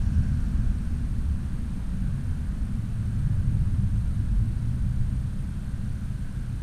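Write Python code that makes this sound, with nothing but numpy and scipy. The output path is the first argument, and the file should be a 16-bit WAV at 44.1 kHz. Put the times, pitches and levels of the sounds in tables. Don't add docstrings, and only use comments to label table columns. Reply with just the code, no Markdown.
import sys
import numpy as np
from scipy import signal
from scipy.io import wavfile
from scipy.ndimage import uniform_filter1d

SR = 44100
rng = np.random.default_rng(int(sys.argv[2]) if len(sys.argv) > 2 else 0)


def inscribe(sig):
    pcm = np.round(np.clip(np.atleast_2d(sig).T, -1, 1) * 32767)
    wavfile.write(sys.argv[1], SR, pcm.astype(np.int16))


def gain_from_db(level_db):
    decades = np.asarray(level_db, float) / 20
    return 10 ** decades


N = 292203
T = np.arange(N) / SR

# pitch_hz, level_db (per Hz)
HISS_COLOUR = [(1500, -31), (2300, -3), (4260, -2.5), (5100, -7.5), (7810, -8), (8300, -11), (9200, -5.5),
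               (10300, -7), (11500, -12.5), (13400, -15), (14600, -19), (15500, -22)]
# pitch_hz, level_db (per Hz)
FLUTTER_COLOUR = [(2500, -30), (3500, -11), (5200, -5), (6500, -1), (7800, -20), (9000, -34)]
# pitch_hz, level_db
CLOCK_TONES = [
    (9999, -91),
    (10417, -91),
    (11138, -96),
]
# pitch_hz, level_db (per Hz)
REED_COLOUR = [(2000, -19), (2600, 0), (3500, -15), (4400, -3), (4900, -9), (5600, -3.5), (6800, -8),
               (8200, -13)]
# pitch_hz, level_db (per Hz)
TYRE_COLOUR = [(190, -26.5), (330, -1), (427, -4.5), (806, -9), (1260, -9), (1520, -8), (2050, -15),
               (3200, -23), (4160, -76), (7040, -120)]
# pitch_hz, width_hz
TREAD_BAND = (1546, 280)
# time_s, length_s, level_db
TREAD_PASSES = [
    (.3, 0.58, -59),
    (.9, 0.26, -63),
    (1.6, 0.37, -67),
    (2.299, 0.45, -61),
    (3.3, .6, -64),
    (4.9, 0.76, -71),
    (5.7, 0.57, -63),
    (6.35, 0.47, -61),
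]
# start_s, end_s, first_hz, last_hz, level_db
LEAVING_CARS = [
    (0.0, 3.25, 241.4, 232.8, -44.5),
    (0.0, 2.1, 292, 287, -56),
    (0.0, .9, 204.3, 199, -43),
    (5.3, 6.35, 205, 201.5, -49),
]
# time_s, firing_hz, level_db
LORRY_PATH = [
    (2.7, 110.9, -34.5),
    (3.1, 108.8, -31),
    (3.7, 108.2, -30),
    (4.2, 107.5, -34.5),
    (4.55, 112.1, -32.5),
    (4.75, 122.5, -31),
    (5.05, 122.9, -31),
    (5.35, 122.3, -38.5),
    (6.63, 123.3, -39.5),
]
# time_s, length_s, centre_hz, level_db
THROTTLES = [(0.173, .15, 83, -31), (0.193, .2, 199, -35.5), (1.094, 0.48, 73.5, -31.5),
             (1.974, 0.18, 181.6, -36), (2.398, 0.13, 89, -36), (2.622, 0.17, 206.6, -35.5),
             (3.307, 0.18, 141.9, -32), (3.747, 0.43, 84.7, -32), (4.308, 0.27, 218, -41.5),
             (4.8, 0.26, 71, -31), (0.644, 0.14, 121.3, -34.5), (1.336, 0.23, 70, -33),
             (2.068, 0.26, 135.5, -36), (2.69, .3, 68, -37), (4.358, 0.15, 44.7, -24.5),
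             (5.416, 0.12, 132.5, -36), (4.755, 0.096, 196, -39), (.7, 0.39, 45.8, -33.5)]
# time_s, level_db (over the usual)
TRAFFIC_NEAR = [(0.0, 3.5), (0.35, 2), (0.8, -0.6), (1.4, -1.95), (2.1, -1.5), (2.6, -0.8), (3.0, -2.1),
                (3.4, 2.5), (3.8, 2), (4.3, 0.4), (4.9, 0.2), (5.3, -2.6), (5.9, -3), (6.63, -4.5)]
# pitch_hz, level_db (per Hz)
DEEP_COLOUR = [(4.7, -33), (8.0, -4.5), (32, -3.5), (90, -9), (120, -14), (200, -120)]
BODY_COLOUR = [(26, -30), (45, -7.5), (81, -4.5), (150, -8.5), (200, -79), (330, -120)]
UPPER_COLOUR = [(100, -16), (140, -0.5), (165, -3.5), (200, -0.5), (235, -9), (255, -12), (290, -16.5),
                (330, -24), (370, -39), (450, -48), (600, -78)]
# level_db (usual), share (of the traffic swing)
EXHAUST_LAYERS = [
    (-28, 0.7),
    (-33.5, 1.97),
    (-36.5, 0.67),
]


def evened(x):
    return x / np.sqrt(np.mean(x ** 2) + 1e-20)


def curve(rows):
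    time_s, *columns = np.transpose(rows)
    return [np.interp(T, time_s, column) for column in columns]


def swell(time_s, length_s):
    return np.exp(-.5 * (2 * (T - time_s) / length_s) ** 2)


def noise(colour, patchy_db=0., size=2048):
    hop = size // 4
    hz = np.fft.rfftfreq(size, 1 / SR)
    real, imaginary, patches = rng.standard_normal((N // hop + 5, len(hz), 3)).T
    patches = uniform_filter1d(patches, size=14, axis=0)
    patches = evened(uniform_filter1d(patches, size=8, axis=1))
    point_hz, point_db = np.transpose(colour)
    colour_db = np.interp(np.log(hz + 1), np.log(point_hz + 1), point_db, -120, -120)
    spectra = (real + 1j * imaginary) * gain_from_db(colour_db[:, None] + patchy_db * patches)
    return evened(signal.istft(spectra, nperseg=size, noverlap=size - hop)[1][:N])


def resonate(x, hz, width_hz):
    turn = np.exp(2j * np.pi * hz * T)
    r = np.exp(-np.pi * abs(width_hz) / SR)
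    return 2 * (turn * signal.lfilter([1 - r], [1, -r], x / turn)).real


def ring(x, hz, width_hz):
    return evened(resonate(resonate(x, hz, width_hz), hz, width_hz))


def hiss():
    return gain_from_db(-60.56) * noise(HISS_COLOUR, 0.1)


def clocks():
    return sum(np.sqrt(2) * gain_from_db(level_db) * np.sin(2 * np.pi * hz * T) for hz, level_db in CLOCK_TONES)


def flutter(level_db=-74.5, puff_ms=4.0, puffs_per_s=29.41, first_s=.0005):
    from_puff_s = (((T - first_s) * puffs_per_s + .5) % 1 - .5) / puffs_per_s
    puffs = np.exp(-.5 * (1000 * from_puff_s / puff_ms) ** 2)
    return gain_from_db(level_db) * noise(FLUTTER_COLOUR, size=512) * evened(puffs)


def whine(burst_db=-70.0, idle_db=-71.0, hz=8560.0, fields_per_s=59.94, field_end_s=.0060):
    fields = (T - field_end_s) * fields_per_s
    k = np.ceil(fields).astype(int)
    to_end_ms = (k - fields) * 1000 / fields_per_s
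    stretch, detune, phase = rng.standard_normal((k.max() + 1, 3)).T
    long_ms, short_ms, spread = 6.4, 2.7, 0.18
    length_ms = np.where(k % 2, long_ms, short_ms) * np.exp(spread * stretch[k])
    gate = uniform_filter1d((to_end_ms < length_ms) * np.exp(-.06 * to_end_ms), size=40)
    burst_hz = hz + 25. * detune[k]
    burst = gate * np.sin(2 * np.pi * (burst_hz * to_end_ms / 1000 + phase[k]))
    idle = ring(rng.standard_normal(N), hz, 220.)
    return gain_from_db(burst_db) * evened(burst) + gain_from_db(idle_db) * idle


def reeds(level_db=-63, hold_s=0.21, fade_db_per_s=-9):
    fading_db = level_db + fade_db_per_s * np.maximum(T - hold_s, 0)
    return gain_from_db(fading_db) * noise(REED_COLOUR, 2.1, size=512)


def tyres():
    near_db = curve(TRAFFIC_NEAR)[0]
    roar_db = -52.5 + 0.051 * near_db - 0.34 * T
    passes = sum((gain_from_db(level_db) * swell(time_s, length_s)) ** 2
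                 for time_s, length_s, level_db in TREAD_PASSES)
    song_strength = np.sqrt(gain_from_db(-68.5) ** 2 + passes)
    song = ring(noise([(500, 0), (3000, 0)], 1.1), *TREAD_BAND)
    return gain_from_db(roar_db) * noise(TYRE_COLOUR, 0.31) + song_strength * song


def engine(rows, waver_hz, rough):
    hz, level_db = curve(rows)
    air = rng.standard_normal((2, N))
    waver, fade = (evened(uniform_filter1d(uniform_filter1d(a, size=1800), size=1800)) for a in air)
    from_start_s = T - rows[0][0] + .01
    to_end_s = rows[-1][0] + .01 - T
    heard = np.clip(np.minimum(from_start_s, to_end_s) / .12, 0, 1)
    turns = np.cumsum(hz + waver_hz * waver) / SR + rng.random()
    return np.sqrt(2) * gain_from_db(level_db) * heard * (1 + rough * fade) * np.sin(2 * np.pi * turns)


def cars(fade_db_per_s=-1.77):
    total = 0
    for start_s, end_s, first_hz, last_hz, level_db in LEAVING_CARS:
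        last_db = level_db + fade_db_per_s * (end_s - start_s)
        path = [(start_s, first_hz, level_db), (end_s, last_hz, last_db)]
        total = total + engine(path, 0.83, 0.31)
    return total


def lorry():
    return engine(LORRY_PATH, 1.46, 0.26)


def revs():
    total = 0
    for time_s, length_s, hz, level_db in THROTTLES:
        puff = ring(rng.standard_normal(N), hz, 0.18 * hz)
        total = total + gain_from_db(level_db) * swell(time_s, length_s) * puff
    return total


def rumble():
    near_db = curve(TRAFFIC_NEAR)[0]
    total = 0
    for colour, (level_db, share) in zip((DEEP_COLOUR, BODY_COLOUR, UPPER_COLOUR), EXHAUST_LAYERS):
        total = total + gain_from_db(level_db + share * near_db) * noise(colour, 0.46, size=8192)
    return total


def scene():
    return (reeds() + tyres() + cars() + lorry() + revs() + rumble())[None]


def starved(x, often=.95, dip=.95):
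    hz, t, z = signal.stft(x, SR, nperseg=2048, noverlap=1024)
    need = rng.random(len(t)) ** 3
    dice = rng.random((len(t), len(hz) // 8 + 1)).T
    dice = np.repeat(dice, 8, axis=0)[:len(hz)]
    chance = often * np.clip((hz[:, None] - 14500 + 2600 * need) / 1500, 0, 1)
    z = z * (1 - dip * (dice < chance))
    return signal.istft(z, SR, nperseg=2048, noverlap=1024)[1][:, :N]


def top_cut(x):
    return signal.sosfilt(signal.butter(12, 15180, fs=SR, output="sos"), x)


def record(dry):
    own = hiss() + flutter() + whine() + clocks()
    start = np.minimum(T / .003, 1)
    mix = starved(start * dry + own)
    return top_cut(mix)


dry = scene()
out = record(dry)
inscribe(out)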